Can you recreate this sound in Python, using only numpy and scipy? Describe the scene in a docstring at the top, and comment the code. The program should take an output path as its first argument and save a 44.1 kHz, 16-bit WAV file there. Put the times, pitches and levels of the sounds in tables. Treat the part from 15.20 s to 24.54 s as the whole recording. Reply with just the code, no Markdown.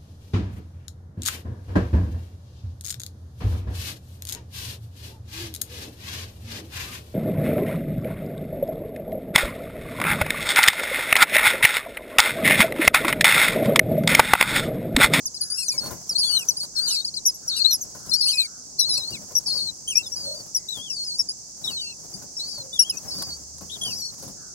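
"""Inside a wooden nest box, nestlings beg while a parent feeds them.
Each call is a whistle with overtones: short sliding peeps, and whines, low wheezes and rasps that
waver and droop. Bodies rustle dry straw, feet and beaks bump the boards, a bill clacks shut.
Far crows caw and other birds hoot outside, over a steady high hiss and a low rumble."""
import sys
import numpy as np
from scipy import signal
from scipy.fft import rfft, irfft
from scipy.io import wavfile
from scipy.ndimage import map_coordinates

SR = 44100
rng = np.random.default_rng(int(sys.argv[2]) if len(sys.argv) > 2 else 0)


def master(y):
    """Save y as 16-bit WAV."""
    cut = np.clip(np.atleast_2d(y).T, -1, 1)
    pcm = np.round(cut * 32767)  # scale
    wavfile.write(sys.argv[1], SR, pcm.astype(np.int16))


N = 411894
TIME = np.arange(N) / SR


def amp(db):
    return 10 ** (np.asarray(db) / 20)


def unit(x):
    return x / np.sqrt(np.mean(x ** 2) + 1e-20)


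def sides(pan_db):
    """Stereo gains of mean power 1; pan is left minus right."""
    return unit(amp([[pan_db / 2], [-pan_db / 2]]))


def add(mix, start_s, sound):
    """Mixes a stereo sound in."""
    part = mix[:, max(round(start_s * SR), 0):][:, :sound.shape[1]]
    part += sound[:, :part.shape[1]]


def colour(x, spectrum):
    """Filters by (Hz, dB) points on a log-frequency axis."""
    hz, db = np.transpose(spectrum)
    bins_hz = np.fft.rfftfreq(x.shape[-1], 1 / SR)
    gain = amp(np.interp(np.log(bins_hz + 1), np.log(hz), db))
    return irfft(rfft(x) * gain, x.shape[-1])


def db_at(hz, curve):
    return np.interp(hz, *np.transpose(curve))


def wander(t, hz):
    """Smooth unit-size noise, about hz changes a second."""
    knots = rng.standard_normal(4096)
    return map_coordinates(knots, [(t - t[0]) * hz], order=3, mode="wrap")


def pair(x, likeness):
    """Makes two unrelated channels partly alike."""
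    return np.array([x[0], likeness * x[0] + np.sqrt(1 - likeness ** 2) * x[1]])


def echoes(x, t60_s, gap_s):
    """Dense decaying reflections after a gap, different on each side."""
    t = np.arange(SR // 2) / SR
    tail = rng.standard_normal((2, len(t))) * amp(-60 * t / t60_s) * (t > gap_s)
    tail /= np.linalg.norm(tail, axis=1, keepdims=True)
    return signal.fftconvolve(x, tail, axes=1)[:, :N]


# Noise spectra. Each row: frequency in Hz, relative level in dB.
HISS = [(1500, -28), (3300, -31), (4000, -17.5), (4700, -2.5), (6300, 5), (7300, -1), (8500, -8),
        (10500, -22), (13000, -30.5), (16000, -46)]
RUMBLE = [(20, -39), (45, 0.5), (70, -2.5), (150, 1.5), (230, -2), (400, -7), (750, -11.5), (1200, -23.5),
          (2200, -63), (4000, -41), (16000, -63)]


def background(drone_hz=75):
    """Wide high hiss and low outdoor rumble; a drone swells once."""
    hiss = unit(colour(rng.standard_normal((2, N)), HISS)) * sides(-2.5) * amp(-41)
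    rumble = unit(colour(pair(rng.standard_normal((2, N)), 0.74), RUMBLE)) * sides(15.7)
    swell = np.exp(-((TIME - 8.25) / 0.5) ** 2)
    drone = amp(-50.5) * swell * np.sin(2 * np.pi * drone_hz * TIME + wander(TIME, 8)) * sides(4.6)
    drift_db = 1.5 * wander(TIME, 4)
    return hiss + rumble * amp(-55 + drift_db) + drone


# Spectra of floor scuff and dry straw. Each row: frequency in Hz, relative level in dB.
SCUFF = [(30, -50), (80, 2), (160, 3), (400, -4), (730, -4.5), (1100, -13), (1600, -16.5), (2200, -22.5),
         (4000, -30.5), (16000, -17)]
STRAW = [(200, -20), (1000, 0.5), (2500, -24.5), (4500, -0.5), (7000, -8), (10000, -1.5), (15500, -14)]
# Stirring in the nest. Each row: middle and half length in seconds, level in dB, claw offset in dB.
BOUTS = [(0.674, 0.12, -42.5, -15), (1.095, 0.3, -50, 1.5), (1.684, 0.082, -52, 8.5),
         (2.44, .25, -53.5, -6), (2.84, 0.39, -56, 1.5), (3.896, 0.24, -49, -4), (4.32, 0.21, -51.5, 1),
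         (5.04, 0.31, -51, -0.5), (5.576, 0.022, -49.5, 3.5), (6.493, 0.089, -48.5, 3),
         (6.923, 0.15, -55, -1.5), (7.324, 0.54, -56, -14), (7.94, 0.26, -46, -3),
         (8.653, 0.15, -47.5, -1.5), (9, 0.1, -51, 2)]


def rustle(rest_db=-62.5, ticks_per_s=260):
    """Bodies scuff the nest floor, never quite still; straws tick, most under claws."""
    stir = scratch = amp(rest_db)
    for middle_s, half_s, db, claws_db in BOUTS:
        bout = amp(db) * np.exp(-((TIME - middle_s) / half_s) ** 2)
        stir = np.hypot(stir, bout)
        scratch = np.hypot(scratch, bout * amp(claws_db))
    grains = rng.standard_normal((2, N)) * amp(5 * np.tanh(wander(TIME, 45)))
    scuff = unit(colour(pair(grains, 0.24), SCUFF)) * sides(10.8) * amp(3) * stir
    ticks = (rng.random(N) < ticks_per_s / SR) * amp(3.8 * np.minimum(rng.exponential(1, N), 4))
    crackle = unit(colour(echoes(np.array([ticks, ticks]), t60_s=0.046, gap_s=0), STRAW))
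    return scuff + crackle * sides(7.8) * amp(0.86) * scratch


def gate(t, attack_s, release_s):
    """Linear fade in and out."""
    return np.clip(np.minimum(t / attack_s, (t[-1] - t) / release_s), 0, 1)


# Moments of vocal strain. Each row: middle and half length in seconds.
STRAINS = [(0.983, 0.027), (1.72, 0.082), (2.39, .015), (2.534, 0.019), (2.902, 0.019), (3, 0.011),
           (3.102, 0.018), (3.766, 0.021), (4.267, 0.022), (4.382, 0.051), (4.952, 0.079), (5.726, 0.041),
           (7.29, 0.1), (7.927, 0.027), (8.02, 0.034), (8.535, 0.037), (8.69, 0.084)]
# The gape dulls the top overtones. Each row: frequency in Hz, gain in dB.
GAPE = [(8000, 0), (10500, 1), (12000, -4), (13500, -14), (16000, -17)]


def syrinx(t, hz, envelope, second_db, *, slope_db, delay_ms,
           jitter, shimmer_db, trill_hz, trill_depth, strain_depth, hoarse):
    """A trembling whistle with overtones; under strain a fast trill makes it rasp."""
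    strain = sum(np.exp(-((t - middle_s) / half_s) ** 4) for middle_s, half_s in STRAINS)
    trill = np.sin(2 * np.pi * np.cumsum(trill_hz * (1 + 0.12 * wander(t, 74))) / SR)
    rasp = strain * strain_depth * (trill + 0.5 * wander(t, 697))
    wobble = jitter * wander(t, 700) + 0.009 * wander(t, 90)
    hz = hz * (1 + wobble + trill_depth * trill + rasp)
    flutter = 1 + hoarse * (1 + 2 * strain) * wander(t, 1100)
    envelope = envelope * flutter * amp(shimmer_db * wander(t, 150.4))
    right_lag_s = delay_ms / 1000 * (1 + 0.34 * wander(t, 23.4))  # heads sway
    turns = np.cumsum(hz) / SR - np.array([[0], [1]]) * right_lag_s * hz
    voice = np.sin(2 * np.pi * turns)
    for k in range(2, 6):
        # random ripple stands for overtones crossing the gape's resonances
        ripple_db = 5 * (np.tanh([wander(t, 160), wander(t, 160)]) - 0.5)
        blur_rad = (0.4 + 0.4 * strain) * wander(t, 800)
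        harmonic_db = second_db + slope_db * (k - 2.5) + ripple_db + db_at(k * hz, GAPE)
        voice += amp(harmonic_db) * (k * hz < SR / 2) * np.sin(2 * np.pi * k * turns + blur_rad)
    return np.sqrt(2) * envelope * voice


# Each row: start and length in seconds, first and last pitch in Hz, bend exponent (above 1 the
# pitch holds, then slides), level in dB, base overtone level in dB, pan in dB.
PEEPS = [(0.055, 0.032, 7090, 4210, 0.71, -22.5, -13.5, 1), (0.3, 0.024, 4890, 4300, 1.1, -28, -7, 2),
         (0.482, 0.049, 7050, 4100, 0.53, -19.5, -19.5, 2.5), (0.578, 0.027, 5370, 4260, 3, -17.5, -26, 7),
         (0.892, 0.047, 6200, 4360, 0.51, -22.5, -17, 0.5), (1.285, 0.027, 5910, 4550, 5.5, -13, -16.5, 9),
         (1.308, 0.026, 4850, 4360, 0.32, -30, -17, 1), (1.552, 0.054, 5370, 4830, 2.4, -29, -31, 11),
         (2.052, 0.033, 5800, 5070, 0.79, -20.5, -10, 10), (2.061, 0.049, 6190, 4890, 1.1, -15, -15, -0.5),
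         (2.144, 0.027, 5780, 5600, 1.5, -36.5, -6, 5), (2.278, 0.032, 5540, 4000, 2.6, -22.5, -15.5, 1.5),
         (2.507, 0.057, 6160, 4774, 0.82, -21, -13, 1), (2.527, 0.041, 5800, 4980, 1.6, -20, -7.5, 0),
         (2.611, 0.034, 6570, 5420, 0.98, -27, -7, 3), (2.892, 0.04, 5550, 4350, 1.05, -29.5, -15.5, 13),
         (2.935, 0.03, 5575, 5200, 4.5, -17.5, -10.5, 5), (3.18, 0.05, 4394, 3650, 1.3, -17.5, -31, 8.5),
         (3.592, 0.027, 5610, 4430, 2.4, -15.5, -14, 9), (3.601, 0.048, 5820, 4600, 3.3, -18.5, -18, 3),
         (3.692, 0.11, 5430, 4080, 1.02, -21.5, -15.5, 1.5),
         (4.152, 0.022, 5860, 5100, 1.14, -16.5, -23, 5), (4.164, 0.031, 5720, 5180, 3.1, -14, -19.5, 11),
         (4.753, 0.019, 5580, 5070, 1.5, -17.5, -17.5, 9), (4.767, 0.028, 5730, 4720, 2.9, -13.5, -22, 9.5),
         (4.863, 0.025, 5230, 5000, 1.04, -29, -14.5, 0), (4.918, 0.044, 5570, 5840, 1.4, -28, -22, 6),
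         (5.347, 0.043, 5870, 4890, 1.2, -17.5, -15.5, 5),
         (5.698, 0.084, 5800, 4310, 0.91, -27.5, -22.5, 6.5), (5.984, 0.038, 5480, 4540, 1.2, -27, -13, 3),
         (5.991, 0.035, 5500, 5030, 3, -17.5, -23.5, 7), (6.087, 0.036, 4850, 5210, 2.1, -23.5, -18, 0.5),
         (6.445, 0.035, 5450, 5570, 1.8, -34, -13.5, 8), (6.475, 0.034, 3850, 3780, 1.1, -25.5, -18, 1.5),
         (6.937, 0.037, 4690, 4990, 0.8, -34, -15, 6), (7.166, 0.053, 5530, 5230, 1.5, -29.5, -24, 5),
         (7.194, 0.038, 3900, 4130, 1.2, -34.5, -16, 5), (7.59, 0.05, 5584, 4780, 4.6, -12, -12, 5.5),
         (7.696, 0.021, 5345, 5070, 1.1, -18, -12.5, -0.5), (7.769, 0.022, 6080, 5190, 1.5, -25.5, -19, 6),
         (7.879, 0.065, 5410, 4930, 2.6, -33, -18, 7), (8.611, 0.033, 5750, 5730, 3.0, -36, -28, 5)]
# Peep strength by pitch. Each row: pitch in Hz, gain in dB.
PEEP_RESPONSE = [(4200, 1), (4900, -1), (5600, 0), (6300, -.5), (7100, 2)]


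def peeps(gain_db, overtone_db, fade_db, **voice):
    """A peep starts sharply, then slides in pitch as it fades."""
    out = np.zeros((2, N))
    for start_s, length_s, first_hz, last_hz, bend, db, second_db, pan_db in PEEPS:
        t = np.arange(0, length_s, 1 / SR)
        hz = first_hz + (last_hz - first_hz) * (t / length_s) ** bend
        level_db = gain_db + db + fade_db * (t / length_s) ** 2 + db_at(hz, PEEP_RESPONSE)
        envelope = gate(t, attack_s=0.0028, release_s=0.003) * amp(level_db)
        peep = syrinx(start_s + t, hz, envelope, second_db + overtone_db, **voice)
        add(out, start_s, peep * sides(pan_db))
    return out


# Each row: start and length in seconds, pitch in Hz, swing as a fraction, crest offset and swing
# period in seconds, droop as a fraction, then level, level change, base overtone level and pan in dB.
WHINES = [(0.142, 0.042, 4700, 0.13, 0.015, 0.054, 0, -27, -5.5, -14, 6),
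          (0.203, 0.048, 4530, 0.09, -0.0006, 0.055, 0.081, -30.5, -10, -10, 10),
          (0.21, 0.094, 5040, 0.042, 0.095, 0.18, 0.061, -20, -29, -3.5, 1),
          (0.316, 0.18, 4790, 0.13, 0.085, 0.3, 0.22, -23.5, -17, -6, 7),
          (0.366, 0.093, 4450, 0.058, 0.079, 0.082, 0.13, -45.5, 8, -5, 15),
          (0.596, 0.1, 4370, 0.016, 0.071, 0.11, 0.049, -35, -6, -13.5, 2),
          (0.948, 0.12, 4420, 0.057, 0.048, 0.096, 0.0075, -25, -1.5, -21.5, 9),
          (0.981, 0.12, 4790, 0.075, 0.0065, 0.11, 0.035, -17.5, -24, -9, -5),
          (1.06, 0.13, 4416, 0.034, 0.042, 0.14, 0.11, -29.5, 9, -19.5, 11),
          (1.366, 0.093, 4775, 0.095, 0.025, 0.058, 0.23, -26.5, -6, -12, 1),
          (1.56, 0.26, 4444, 0.052, 0.078, 0.099, 0.015, -25.5, -4.5, -17, 8.5),
          (1.671, 0.17, 4000, 0.046, 0.011, 0.051, 0.079, -34.5, -7.5, -14, 17),
          (1.845, 0.054, 4900, 0.11, 0.022, 0.044, 0.0091, -21.5, -8, -19.5, 3),
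          (1.938, 0.058, 4700, 0.099, 0.02, 0.042, 0.26, -28.5, -3, -16.5, 8.5),
          (2.291, 0.102, 3965, 0.068, 0.0083, 0.082, 0.11, -33.5, 1.5, -30, 18),
          (2.291, 0.17, 4510, 0.046, -0.018, 0.12, 0, -32.5, -0.5, -21.5, 3.5),
          (2.39, 0.055, 4340, 0.026, -0.018, 0.081, 0.0, -26, 6.5, -31, 15),
          (2.444, 0.096, 4160, 0.047, 0.052, 0.1, 0.1, -14, -16.5, -27, 15),
          (2.913, 0.24, 4546, 0.076, 0.074, 0.11, 0.06, -23, -6, -26, 12.5),
          (3.005, 0.27, 4860, 0.12, 0.033, 0.11, 0.27, -17, -19, -11.5, 3.5),
          (3.584, 0.29, 4140, 0.047, 0.0013, 0.094, 0.028, -28, -8.5, -27, 7.5),
          (3.87, 0.096, 4590, 0.058, 0.049, 0.066, 0.31, -33.5, -6.5, -19, 2.5),
          (4.263, 0.25, 4426, 0.032, 0.009, 0.087, 0.087, -26, -6.5, -22, 8),
          (4.955, 0.27, 4573, 0.073, 0.041, 0.199, 0.1, -30, -12, -18, 2),
          (5.76, 0.09, 4476, 0.0072, 0.11, 0.11, 0.039, -32, 0.5, -20, 5),
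          (5.842, 0.15, 4736, 0.087, 0.0013, 0.16, 0.068, -28.5, -10, -18.5, 1),
          (6.505, 0.11, 4210, 0.079, 0.015, 0.19, 0.08, -35.5, 5, -26, 2),
          (6.607, 0.12, 4390, 0.039, 0.01, 0.21, 0.029, -32, -11.5, -23, 4),
          (7.192, 0.24, 4350, 0.074, 0.129, 0.32, 0.032, -35, -4, -24, 1.5),
          (7.904, 0.27, 4695, 0.034, 0.06, 0.099, 0.065, -33, -5, -28, -2.5),
          (7.927, 0.15, 5380, 0.059, 0.061, 0.11, 0, -38, 2.5, -18, 13),
          (8.645, 0.17, 4910, 0.055, 0.058, 0.066, 0.0052, -33, -1, -19, -1),
          (8.664, 0.23, 5660, 0.02, -0.043, 0.091, 0.0, -34.5, 3, -11.5, 10),
          (8.812, 0.1, 4420, 0.0039, 0.08, 0.13, 0.041, -37.5, -0.5, -23, 4.5)]
WHEEZES = [(0.372, 0.079, 2730, 0.02, 0.032, 0.066, 0.075, -35, -6.5, 9, 6.5),
           (0.512, 0.072, 2410, 0.019, -0.0031, 0.11, 0.092, -40.5, -1, 8.5, 2),
           (1.027, 0.086, 3294, 0.1, 0.044, 0.11, 0.08, -38, -1, -3, 6),
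           (1.108, 0.138, 2956, 0.1, 0.075, 0.23, 0.18, -37, 0, -1, 0.5),
           (1.68, 0.099, 2970, 0.031, 0.023, 0.18, 0.25, -42, 3.5, 7, 1),
           (2.36, 0.046, 2760, 0.052, 0.014, 0.076, 0.077, -38.5, 3.5, 6.5, 2.5),
           (3.064, 0.083, 2875, 0.14, 0.039, 0.085, 0.042, -32.5, -7, 1.5, 6),
           (3.134, 0.14, 2604, 0.037, 0.084, 0.11, 0.15, -29.5, -4.5, -5, 5.5),
           (3.77, 0.029, 2655, 0.011, -0.0016, 0.101, 0.098, -41.5, -7, 12, 7),
           (3.915, 0.072, 2770, 0.05, 0.02, 0.086, 0.22, -40, 7.5, -5, 4),
           (4.674, 0.079, 2997, 0.093, 0.024, 0.11, 0.15, -28, -4.5, -2.5, 3.5),
           (4.745, 0.082, 2513, 0.077, 0.06, 0.13, 0.0, -32, -0.5, -8, 4),
           (4.828, 0.059, 3980, 0.025, -0.005, 0.086, 0.15, -49, 4, -22, 12),
           (5.483, 0.25, 3743, 0.064, 0.027, 0.144, 0.26, -35, -10, -15.5, 8.5),
           (6.439, 0.11, 3670, 0.089, -0.0019, 0.15, 0.3, -32.5, -13, -24, 6),
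           (6.573, 0.17, 2980, 0.044, 0.024, 0.11, 0.16, -42.5, -3.5, -16, 4),
           (7.526, 0.27, 3296, 0.1, 0.025, 0.13, 0.23, -35.5, -10.5, -15, 5.5),
           (8.611, 0.121, 3390, 0.015, 0.032, 0.054, 0.25, -32.5, -6.5, -10, 1.5)]
RASPS = [(1.674, 0.11, 6550, 0.08, 0.0119, 0.078, 0.28, -28, -6, -9.5, -3),
         (3.734, 0.092, 5700, 0.028, 0.024, 0.091, 0.091, -29, -8.5, -11, -1),
         (4.256, 0.18, 5160, 0.038, 0.02, 0.08, 0.036, -29.5, -10, -12, 4),
         (7.265, 0.106, 5150, 0.061, 0.06, 0.11, 0.0091, -37, -5, -11.5, 11),
         (8.493, 0.086, 3610, 0.08, 0.045, 0.08, 0.04, -33.5, -2.5, -11.5, 11)]
# Call strength by pitch. Each row: pitch in Hz, gain in dB.
WHINE_RESPONSE = [(3500, 0), (4250, 5), (5300, -5.5)]
WHEEZE_RESPONSE = [(2000, -16), (2600, -3), (3800, 5.5)]
RASP_RESPONSE = [(3000, -2.5), (5500, 1), (7000, 5.5)]


def wavering_calls(calls, response, droop_bend, overtone_db, **voice):
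    """The pitch swings, and droops as the air runs out; loudness depends on pitch."""
    out = np.zeros((2, N))
    for start_s, length_s, pitch_hz, swing, crest_s, period_s, droop, *levels_db in calls:
        db, change_db, second_db, pan_db = levels_db
        t = np.arange(0, length_s, 1 / SR)
        waver = 1 + swing * np.cos(2 * np.pi * (t - crest_s) / period_s)
        hz = pitch_hz * waver * (1 - droop * (t / length_s) ** droop_bend)
        level_db = db + change_db * t / length_s + db_at(hz, response)
        envelope = gate(t, attack_s=0.007, release_s=0.016) * amp(level_db)
        call = syrinx(start_s + t, hz, envelope, second_db + overtone_db, **voice)
        add(out, start_s, call * sides(pan_db))
    return out


# Each row: start and length in seconds, pitch in Hz, level in dB.
CAWS = [(0.169, 0.26, 1542, -61.5), (1.057, 0.16, 1420, -57.5), (1.513, 0.24, 1492, -57.5),
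        (2.192, 0.24, 1468, -61), (2.727, 0.255, 1426, -62), (3.183, 0.23, 1440, -62.5),
        (9.144, 0.16, 1470, -60)]
# Each row: start and length in seconds, first and last pitch in Hz, level in dB.
HOOTS = [(2.992, 0.15, 1147, 1292, -63.5), (5.004, 0.15, 524, 636, -44), (5.347, 0.105, 2126, 1980, -67),
         (7.369, .13, 563, 484, -52.5)]


def far_birds(rough_hz=115):
    """Hoarse falling caws and gliding hoots, blurred by the yard."""
    out = np.zeros((2, N))
    for start_s, length_s, hz, db in CAWS:
        t = np.arange(0, length_s, 1 / SR)
        turns = np.cumsum(hz * (1.04 - 0.094 * t / length_s + 0.0505 * wander(t, 389.3))) / SR
        caw = np.sin(2 * np.pi * turns + 1.43 * np.sin(2 * np.pi * rough_hz * t))
        add(out, start_s, amp(db) * unit(caw * signal.windows.tukey(len(t), 0.5)) * sides(1))
    for start_s, length_s, first_hz, last_hz, db in HOOTS:
        t = np.arange(0, length_s, 1 / SR)
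        hz = np.linspace(first_hz, last_hz, len(t)) * (1 + 0.0455 * wander(t, 128.6))
        hoot = np.sin(2 * np.pi * np.cumsum(hz) / SR) * np.hanning(len(t))
        add(out, start_s, amp(db) * unit(hoot) * sides(2.9))
    return 0.56 * out + 1.08 * echoes(out, t60_s=0.42, gap_s=0.003)


# Each row: frequency in Hz, relative level in dB, T60 in seconds.
BOX_MODES = [(92, -7, 0.086), (157, 0, .12), (180, -8, 0.33), (297, -20, 0.18), (420, -29, 0.0082),
             (561.4, 13.5, 0.17), (726, -21, 0.21), (1053, 10, 0.15), (1430, 9, 0.075)]
# Each row: start in seconds, level in dB, straw snap offset in dB.
BUMPS = [(0.538, -35.5, -6), (0.633, -24.5, -14), (0.66, -29, -3), (0.707, -22.5, -14), (0.904, -39, -11),
         (1.432, -37.5, 3.5), (2.75, -31.5, -14), (2.863, -33.5, -6.5), (3.686, -37.5, -1),
         (3.78, -33, -21), (3.906, -38.5, 0), (4.108, -34, -25), (4.348, -33.5, -10), (5.581, -39, -11),
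         (7.022, -36, -10), (7.378, -34.5, -7), (7.982, -34, -2), (8.018, -35.5, -6), (8.409, -32, -12),
         (8.68, -38, -4), (9.025, -31.5, -7.5), (9.079, -36.5, -3)]


def bumps():
    """Feet and beaks ring the boards briefly and snap some straw."""
    out, t = np.zeros((2, N)), np.arange(8192) / SR
    for start_s, db, snap_db in BUMPS:
        ring = np.zeros(len(t))
        for hz, mode_db, t60_s in BOX_MODES:
            mode = np.sin(2 * np.pi * hz * rng.uniform(0.95, 1.05) * t)
            ring += amp(mode_db - 60 * t / t60_s) * mode * rng.normal()
        crunch = colour(pair(rng.standard_normal((2, len(t))), 0.62), SCUFF)
        crunch *= (1 - np.exp(-t / 0.0076)) * np.exp(-t / 0.024)
        body = 0.4 * ring / abs(ring).max() + 0.8 * crunch / abs(crunch).max()
        snap = unit(colour(rng.standard_normal((2, len(t))), STRAW)) * np.exp(-t / 0.015)
        add(out, start_s, amp(db) * (body * sides(9.7) + amp(snap_db) * snap * sides(1)))
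    return out


# Each row: start in seconds, level in dB.
THUMPS = [(0.66, -64), (0.711, -41.5), (2.861, -46), (3.91, -37.5), (4.421, -47.5), (6.94, -42),
          (7.958, -41), (8.109, -59), (8.42, -47), (8.682, -43.5), (9.03, -38.5)]


def thumps():
    """Dull thuds as the birds shift their weight."""
    out, t = np.zeros((2, N)), np.arange(8192) / SR
    spectrum_hz_db = [(30, -35), (80, -11), (180, -4), (400, -19), (1500, -46)]
    envelope = (1 - np.exp(-t / 0.0017)) * np.exp(-t / 0.066)
    for start_s, db in THUMPS:
        thud = unit(colour(rng.standard_normal(len(t)), spectrum_hz_db))
        add(out, start_s, amp(db) * thud * envelope * sides(6.7))
    return out


# Each row: start in seconds, peak level in dB.
CLACKS = [(8.0228, -16), (8.383, -31), (5.2, -49)]


def clacks(decay_s=0.0055):
    """The hard bill snaps shut with a bright crack."""
    out, t = np.zeros((2, N)), np.arange(2048) / SR
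    for start_s, peak_db in CLACKS:
        crack = colour(rng.standard_normal((2, len(t))), STRAW) * np.exp(-t / decay_s)
        add(out, start_s, amp(peak_db) * crack / abs(crack).max())
    return out


def scene():
    """The brood in its box, with the nest and the yard around it."""
    brood = peeps(
        gain_db=0.7, overtone_db=2.5, fade_db=-15.5, slope_db=-8, delay_ms=0.125,
        jitter=0.004, shimmer_db=0.8, trill_hz=380, trill_depth=0.004, strain_depth=0.012, hoarse=0.05)
    brood += wavering_calls(
        WHINES, WHINE_RESPONSE, droop_bend=5.7, overtone_db=1, slope_db=-4, delay_ms=0.12,
        jitter=0.005, shimmer_db=2.2, trill_hz=260, trill_depth=0.005, strain_depth=0.017, hoarse=0.08)
    brood += wavering_calls(
        WHEEZES, WHEEZE_RESPONSE, droop_bend=1.5, overtone_db=2.1, slope_db=-2.5, delay_ms=0.11,
        jitter=0.005, shimmer_db=2.4, trill_hz=202, trill_depth=0.003, strain_depth=0.002, hoarse=0.05)
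    brood += wavering_calls(
        RASPS, RASP_RESPONSE, droop_bend=1, overtone_db=-0.7, slope_db=-2, delay_ms=0.125,
        jitter=0.007, shimmer_db=2.8, trill_hz=300, trill_depth=0.015, strain_depth=0.008, hoarse=0.13)
    walls = amp(-13) * echoes(brood, t60_s=0.05, gap_s=0.001)
    return brood + walls + rustle() + bumps() + thumps() + clacks() + far_birds() + background()


def record(dry):
    """Steep low-pass."""
    cutoff_hz = 16000
    taps = signal.firwin(511, cutoff_hz, window=("kaiser", 9), fs=SR)
    return signal.oaconvolve(dry, taps[None], "same")


dry = scene()
out = record(dry)
master(out)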